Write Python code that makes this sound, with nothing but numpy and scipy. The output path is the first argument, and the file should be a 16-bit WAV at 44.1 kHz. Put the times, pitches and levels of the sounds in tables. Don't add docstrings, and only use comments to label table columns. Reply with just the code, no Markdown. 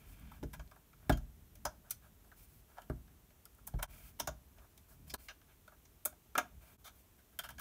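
import sys
import numpy as np
from scipy import signal
from scipy.fft import rfft, irfft, next_fast_len
from scipy.io import wavfile
from scipy.ndimage import map_coordinates

SR = 44100
rng = np.random.default_rng(int(sys.argv[2]) if len(sys.argv) > 2 else 0)


def persist_wave(psi):
    counts = np.round(np.clip(psi, -1, 1) * 32767).astype(np.int16)
    wavfile.write(sys.argv[1], SR, np.atleast_2d(counts).T)


N = 335204
CLIP_S = np.arange(N) / SR
EVENT_S = np.arange(SR // 2) / SR


def amp(db):
    return 10 ** (np.asarray(db) / 20)


def unit(x):
    return x / np.sqrt(np.mean(x ** 2) + 1e-20)


def along(points, hz):
    f, v = np.transpose(points)
    return np.interp(np.log(hz + 1), np.log(f + 1), v)


def wobble(knots_per_s):
    knots = rng.standard_normal(int(N * knots_per_s / SR) + 4)
    return map_coordinates(knots, [np.arange(N) * knots_per_s / SR])


def filtered(x, response):
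    size = next_fast_len(x.shape[-1] + 8192)
    spectrum = rfft(x, size) * response(np.fft.rfftfreq(size, 1 / SR))
    return irfft(spectrum, size)[..., :x.shape[-1]]


def noise(spectrum):
    return unit(filtered(rng.standard_normal(N), lambda hz: amp(along(spectrum, hz))))


def add(track, start_s, x):
    i = round(start_s * SR)
    track[i:i + len(x)] += x[:N - i]


# f/Hz, level/dB
FLOOR_SPECTRUM = [(22, -20), (40, 5.5), (70, 3), (126, -8.5), (425, -12), (527, -19), (620, -16.5),
                  (1980, -23.5), (3300, -24.5), (4820, -29), (5820, -25.5), (10300, -26), (13000, -20.5),
                  (15600, -23), (16000, -55)]
FLOOR_RMS_DB = -66


def steady_floor():
    return amp(FLOOR_RMS_DB) * noise(FLOOR_SPECTRUM)


# f/Hz, level/dB
TREMBLE_SPECTRUM = [(20, -120), (40, 5.5), (65, 5), (110, -4), (150, -3.5), (300, -15), (600, -120)]
# t/s, level/dB
TREMBLE_LEVEL = [(0.0, -60), (0.5, -53), (0.82, -68.5), (1.23, -60.5), (2.73, -68.5), (3.0, -59.5),
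                 (3.45, -72.5), (3.75, -58.5), (4.74, -67.5), (5.1, -59), (5.22, -70.5), (6.05, -69),
                 (6.24, -74), (6.58, -61), (6.84, -71), (7.37, -74), (7.6, -57)]


def bench_tremble():
    t_s, db = np.transpose(TREMBLE_LEVEL)
    level_db = np.interp(CLIP_S, t_s, db) + 2.8 * wobble(16)
    return amp(level_db) * noise(TREMBLE_SPECTRUM)


# f/Hz, t60/s
ROOM_T60 = [(150, 0.37), (1000, 0.23), (5000, 0.21), (15000, 0.13)]


def room(x):
    out, step = np.zeros(N), SR // 3
    for i in range(0, N, step):
        hz, t_s, grains = signal.stft(rng.standard_normal(step), SR, nperseg=256)
        decay_db = -60 * t_s / along(ROOM_T60, hz)[:, None]
        tail = signal.istft(grains * amp(decay_db), SR, nperseg=256)[1]
        late = np.pad(x[i:i + step], (200, 0))
        add(out, i / SR, signal.fftconvolve(late, tail / np.linalg.norm(tail)))
    return out


# f/Hz, level/dB before hardness and scatter, t60/s
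BENCH_MODES = [(41.5, -1, 0.4), (61.06, 1, 0.33), (121, -7, 0.29), (152, -1.5, 0.25), (209, -9.5, 0.263),
               (252.2, -5, 0.21), (290, -3, 0.15), (341.4, -4.5, 0.17), (398.4, 0.5, 0.086),
               (454, -9.5, 0.16), (588, -8.5, 0.11), (844, -7, 0.071)]
# t/s, level/dB, hardness/dB
THUD_EVENTS = [(0.064, -53, -20), (0.429, -40.5, -2.5), (0.595, -52.5, -10), (1.096, -27.5, -2.5),
               (1.651, -50.5, -6), (2.9, -40, -1), (3.741, -38.5, -8.5), (4.202, -53, 0), (4.23, -53.5, -9),
               (4.275, -45.5, -7.5), (5.136, -49.5, -0.5), (6.055, -63.5, 7.5), (6.352, -58, 3.5),
               (6.376, -51, 5.5), (7.395, -61, -15)]


def thuds():
    out = np.zeros(N)
    hz, mode_db, t60_s = np.transpose(BENCH_MODES)[:, :, None]
    swell = 1 - np.exp(-(EVENT_S * hz / 0.11) ** 2)
    for start_s, db, hard_db in THUD_EVENTS:
        level_db = mode_db + 3.56 * rng.standard_normal(hz.shape)
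        level_db = level_db + hard_db * (hz > 180)
        level_db -= 5.2 * max(hard_db, 0) * (hz < 180)
        phase = 2 * np.pi * (hz * EVENT_S + rng.random(hz.shape))
        modes = swell * amp(level_db - 60 * EVENT_S / t60_s) * np.sin(phase)
        add(out, start_s, amp(db) * np.sum(modes, axis=0))
    return out


def favour(hz, slope_db, clear_db):
    def tilt_db(mode_hz):
        octaves = np.log2(mode_hz / hz)
        return -slope_db * np.abs(octaves) + clear_db * np.exp(-(octaves / 0.15) ** 2)
    return tilt_db


# f/Hz, width/Hz, level/dB before tilt and scatter
SHEET_MODES = [ (605, 65, 1), (715, 100, -1), (950, 130, -5), (1140, 150, -6), (1320, 120, -2),
               (1460, 100, -2), (1640, 80, -1), ]
# f/Hz, width/Hz, level/dB before tilt and scatter
BRACKET_MODES = [ (2000, 300, -5), (2350, 220, -1), (2700, 300, -6), (3160, 150, -1), (3560, 150, -2),
                 (4200, 500, -6), (5170, 500, -4), (6000, 350, -2), (6800, 400, -4), ]


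def resonant(modes, tilt_db, scatter_db=0):
    gains = [amp(db + tilt_db(hz) + scatter_db * rng.standard_normal()) for hz, _, db in modes]

    def response(f):
        total = 0
        for k, (gain, (hz, width_hz, _)) in enumerate(zip(gains, modes)):
            damping = 1j * f * width_hz
            total = total + (-1) ** k * gain * damping / (hz * hz - f * f + damping)
        return total
    return response


# f/Hz, level/dB
SKIN_SPECTRUM = [(1000, -54), (4500, -11.5), (7000, -10), (10000, -6.5), (13500, -4), (15600, -2),
                 (16000, -51)]
# t/s, length/s,
# skin level/dB, sheet level/dB, bracket level/dB
RUB_STROKES = [(-0.03, 0.437, -76, -73, -73), (0.058, 0.11, -71, -98, -106), (0.3, 0.097, -86, -72, -90),
               (0.99, 0.15, -82, -73.5, -82), (1.834, 0.088, -78, -69.5, -94),
               (2.012, 0.09, -75, -67.5, -78), (2.226, 0.096, -75, -75.5, -95),
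               (2.355, 0.13, -66.5, -82, -79), (2.47, 0.16, -70.5, -94, -88),
               (2.674, 0.19, -75, -73.5, -84), (3.888, 0.24, -63.5, -71.5, -70.5),
               (4.556, 0.13, -77, -70, -92), (4.877, 0.092, -66, -72, -84), (5.063, 0.055, -62, -71, -69),
               (5.17, 0.13, -66, -82, -74), (5.47, 0.093, -82, -73.5, -76), (5.724, 0.04, -87, -66, -80),
               (6.601, 0.17, -70, -71.5, -74.5), (6.936, 0.11, -71.5, -85, -83)]
STROKE_RISE_S, STROKE_FALL_S = 0.02, 0.039


def rubs():
    gains = np.zeros((3, N))
    for start_s, length_s, *levels_db in RUB_STROKES:
        rise = (CLIP_S - start_s) / STROKE_RISE_S
        fall = (start_s + length_s - CLIP_S) / STROKE_FALL_S
        pressure = np.clip(np.minimum(rise, fall), 0, 1)
        gains += amp(levels_db)[:, None] * pressure
    slips = rng.standard_normal((2, N)) * amp(1.6 * wobble(150))
    skin = amp(1.05 * wobble(52)) * noise(SKIN_SPECTRUM)
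    sheet = unit(filtered(slips[0], resonant(SHEET_MODES, favour(1000, slope_db=4, clear_db=0))))
    bracket = unit(filtered(slips[1], resonant(BRACKET_MODES, favour(2500, slope_db=16, clear_db=0))))
    return np.sum(gains * [skin, sheet, bracket], axis=0)


# t/s, f/Hz, level/dB before swell and decay
RING_EVENTS = [(1.121, 3205, -43), (1.122, 6800, -49), (5.302, 1650, -56), (6.058, 612, -41.5),
               (6.382, 725, -30.5), (7.49, 1650, -60)]
RING_T60_S, RING_SWELL_S = 0.094, 0.0017


def rings():
    out = np.zeros(N)
    swell = 1 - np.exp(-EVENT_S / RING_SWELL_S)
    for start_s, hz, db in RING_EVENTS:
        drift_rad = 0.0067 * np.cumsum(rng.standard_normal(len(EVENT_S)))
        envelope = swell * amp(db - 60 * EVENT_S / RING_T60_S)
        add(out, start_s, envelope * np.sin(2 * np.pi * hz * EVENT_S + drift_rad))
    return out


# f/Hz, level/dB
TIP_RESPONSE = [(2500, -89), (6000, -26.5), (8000, -1.5), (10000, -1.5), (13000, 1), (15700, -1.5),
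                (16100, -58), (17000, -34)]
RATTLE_T60_S = (0.077, 0.082, 0.054)
RATTLE_GROWTH = 0.23
CLEAR_DB = (5.5, 4.5)
# t/s, tip peak level/dB, sheet peak level/dB, bracket peak level/dB,
# favoured sheet f/Hz, favoured bracket f/Hz, contact/ms
TAP_EVENTS = [(0.128, -70, -80, -61, 1100, 2700, 1.5), (0.194, -51.5, -76, -80, 1920, 2160, 2.3),
              (0.3148, -55, -48.5, -68, 950, 2310, 3.7), (0.4284, -56, -49, -51, 596, 2000, 1.2),
              (0.4347, -47, -46, -48.5, 585, 6640, 1.2), (0.53, -44.5, -45.5, -46.5, 960, 2250, 6.5),
              (0.594, -53, -45, -50, 1090, 2000, 1.7), (0.675, -66, -75, -59, 1000, 4200, 1.2),
              (0.711, -57, -49.5, -56.5, 1140, 2210, 3.1), (0.7594, -64, -52.5, -76, 960, 2180, 2.2),
              (0.9301, -74, -57.5, -60, 1320, 2420, 1.4), (1.0947, -27.5, -19, -31.5, 645, 3300, 2.5),
              (1.1217, -42, -47, -38.5, 1400, 3170, 3.8), (1.172, -47.5, -50, -51.5, 1410, 5900, 2),
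              (1.5536, -50, -62.5, -57, 626, 6070, 1.5), (1.6516, -25, -27, -31, 870, 6100, 1.7),
              (1.898, -49, -70, -53, 1430, 6000, 1.8), (1.9065, -24, -46.5, -34.5, 1406, 6000, 2.2),
              (2.3162, -62, -53, -65, 1580, 2010, 1.4), (2.768, -75, -49, -70, 950, 1960, 6.9),
              (2.781, -69, -38, -51.5, 800, 2350, 2.6), (2.8182, -51, -58, -55, 1640, 3150, 1.4),
              (2.8975, -53.5, -36, -55.5, 800, 2040, 1.1), (3.0764, -70, -62.5, -65, 1390, 2000, 1.5),
              (3.304, -69, -63.5, -62.5, 605, 2550, 1.1), (3.4541, -36, -73, -52, 1410, 5170, 0.23),
              (3.457, -64, -56, -75, 1310, 2000, 1), (3.5473, -55, -79, -80, 668, 2790, 2),
              (3.5828, -58, -60.5, -85, 1370, 5100, 1.1), (3.669, -41, -60, -53, 950, 6400, 1.4),
              (3.6735, -29.5, -46.5, -49, 950, 6500, 1.7), (3.7372, -68, -48, -61, 695, 3120, 0.74),
              (3.786, -54, -41.5, -53, 970, 2100, 5.1), (3.823, -44, -36, -49, 1010, 2630, 1.9),
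              (3.8258, -26.5, -33, -33, 940, 2580, 2.24), (4.189, -50, -48, -52, 910, 3000, 3.9),
              (4.1968, -29, -29.5, -29.5, 930, 5970, 3.7), (4.273, -32.5, -29, -34, 664, 6400, 1.7),
              (4.5826, -67, -60, -59, 670, 2350, 1.9), (4.776, -50, -65, -53, 660, 3720, 1.5),
              (5.096, -43.5, -57, -41.5, 1050, 5170, 6.4), (5.1385, -31.5, -32.5, -34, 1014, 4200, 1.7),
              (5.2837, -51, -44, -39.5, 1700, 2700, 1.6), (5.287, -62, -49, -46.5, 1640, 2700, 9.5),
              (5.4134, -68, -59, -60.5, 1610, 2700, 2.5), (5.676, -56, -46.5, -55, 1396, 2350, 2.16),
              (5.7188, -63, -53.5, -76, 1190, 2330, 1.3), (5.8512, -59, -67, -55.5, 980, 6000, 3.5),
              (6.0512, -20, -38, -42.5, 1380, 2350, 0.89), (6.0542, -17.5, -39.5, -34, 1250, 6800, 2.5),
              (6.1248, -63, -54.5, -65, 736, 2370, 1.7), (6.352, -42, -24, -37.5, 1387, 2350, 0.72),
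              (6.3782, -24, -20.5, -24, 1210, 2530, 2.4), (6.8405, -46, -50, -49.5, 1240, 3560, 15),
              (6.861, -44, -51, -50.5, 1250, 3510, 10.7), (7.177, -64, -63.5, -68, 1630, 3270, 13),
              (7.3203, -65, -66, -74, 1620, 3060, 8.7), (7.389, -29, -37, -33.5, 1640, 3160, 1.44),
              (7.4337, -43, -41, -43.5, 1390, 3140, 10), (7.4879, -45, -42, -47, 1730, 3300, 2.4),
              (7.5034, -44, -46, -51.5, 950, 3160, 2.2), (7.581, -52, -43, -48.5, 1640, 3140, 2.7),
              (7.5931, -36, -37, -41, 1780, 3150, 4.8)]


def taps():
    out, t_s = np.zeros(N), EVENT_S[:SR // 4]
    for start_s, tip_db, sheet_db, bracket_db, sheet_hz, bracket_hz, contact_ms in TAP_EVENTS:
        contact_s = np.clip(contact_ms, 0.3, 20) / 1000
        u = t_s / contact_s
        lasting = (contact_ms / 2) ** RATTLE_GROWTH
        near_sheet = favour(sheet_hz, slope_db=4.0, clear_db=CLEAR_DB[0])
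        near_bracket = favour(bracket_hz, slope_db=4.0, clear_db=CLEAR_DB[1])
        bodies = [resonant(SHEET_MODES, near_sheet, scatter_db=0.5),
                  resonant(BRACKET_MODES, near_bracket, scatter_db=2.0),
                  lambda hz: amp(along(TIP_RESPONSE, hz))]
        first = min(0.25, 0.00036 / contact_s)
        envelope = (u + first) ** 1.42 * np.exp(-1.3 * u)
        spikes = rng.standard_normal(len(t_s)) * amp(6.68 * rng.standard_normal(len(t_s)))
        grit = envelope * spikes
        for body, peak_db, t60_s in zip(bodies, (sheet_db, bracket_db, tip_db), RATTLE_T60_S):
            decay = amp(-60 * t_s / (t60_s * lasting))
            rattle = 0.55 * (1 - np.exp(-u * u)) * decay * rng.standard_normal(len(t_s))
            sound = filtered(grit + rattle, body)
            add(out, start_s, amp(peak_db) * sound / np.abs(sound).max())
    return out


def scene():
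    hits = taps() + rings()
    background = steady_floor() + bench_tremble() + amp(-16) * room(hits)
    return (background + thuds() + rubs() + hits)[None]


# t/s, half width/s
LEVEL_DIPS = [(3.871, 0.03), (5.173, 0.03), (6.774, 0.021)]
LOW_CUT_HZ, TOP_HZ = 35, 16700


def record(dry):
    dips = [np.clip(np.abs(CLIP_S - t_s) / half_s + 0.01, 0, 1) for t_s, half_s in LEVEL_DIPS]

    def response(hz):
        low_cut = (1j * hz) ** 2 / (LOW_CUT_HZ ** 2 - hz ** 2 + 1j * hz * LOW_CUT_HZ * np.sqrt(2))
        return low_cut * (hz < TOP_HZ)
    return filtered(dry * np.prod(dips, axis=0), response)


dry = scene()
out = record(dry)
persist_wave(out)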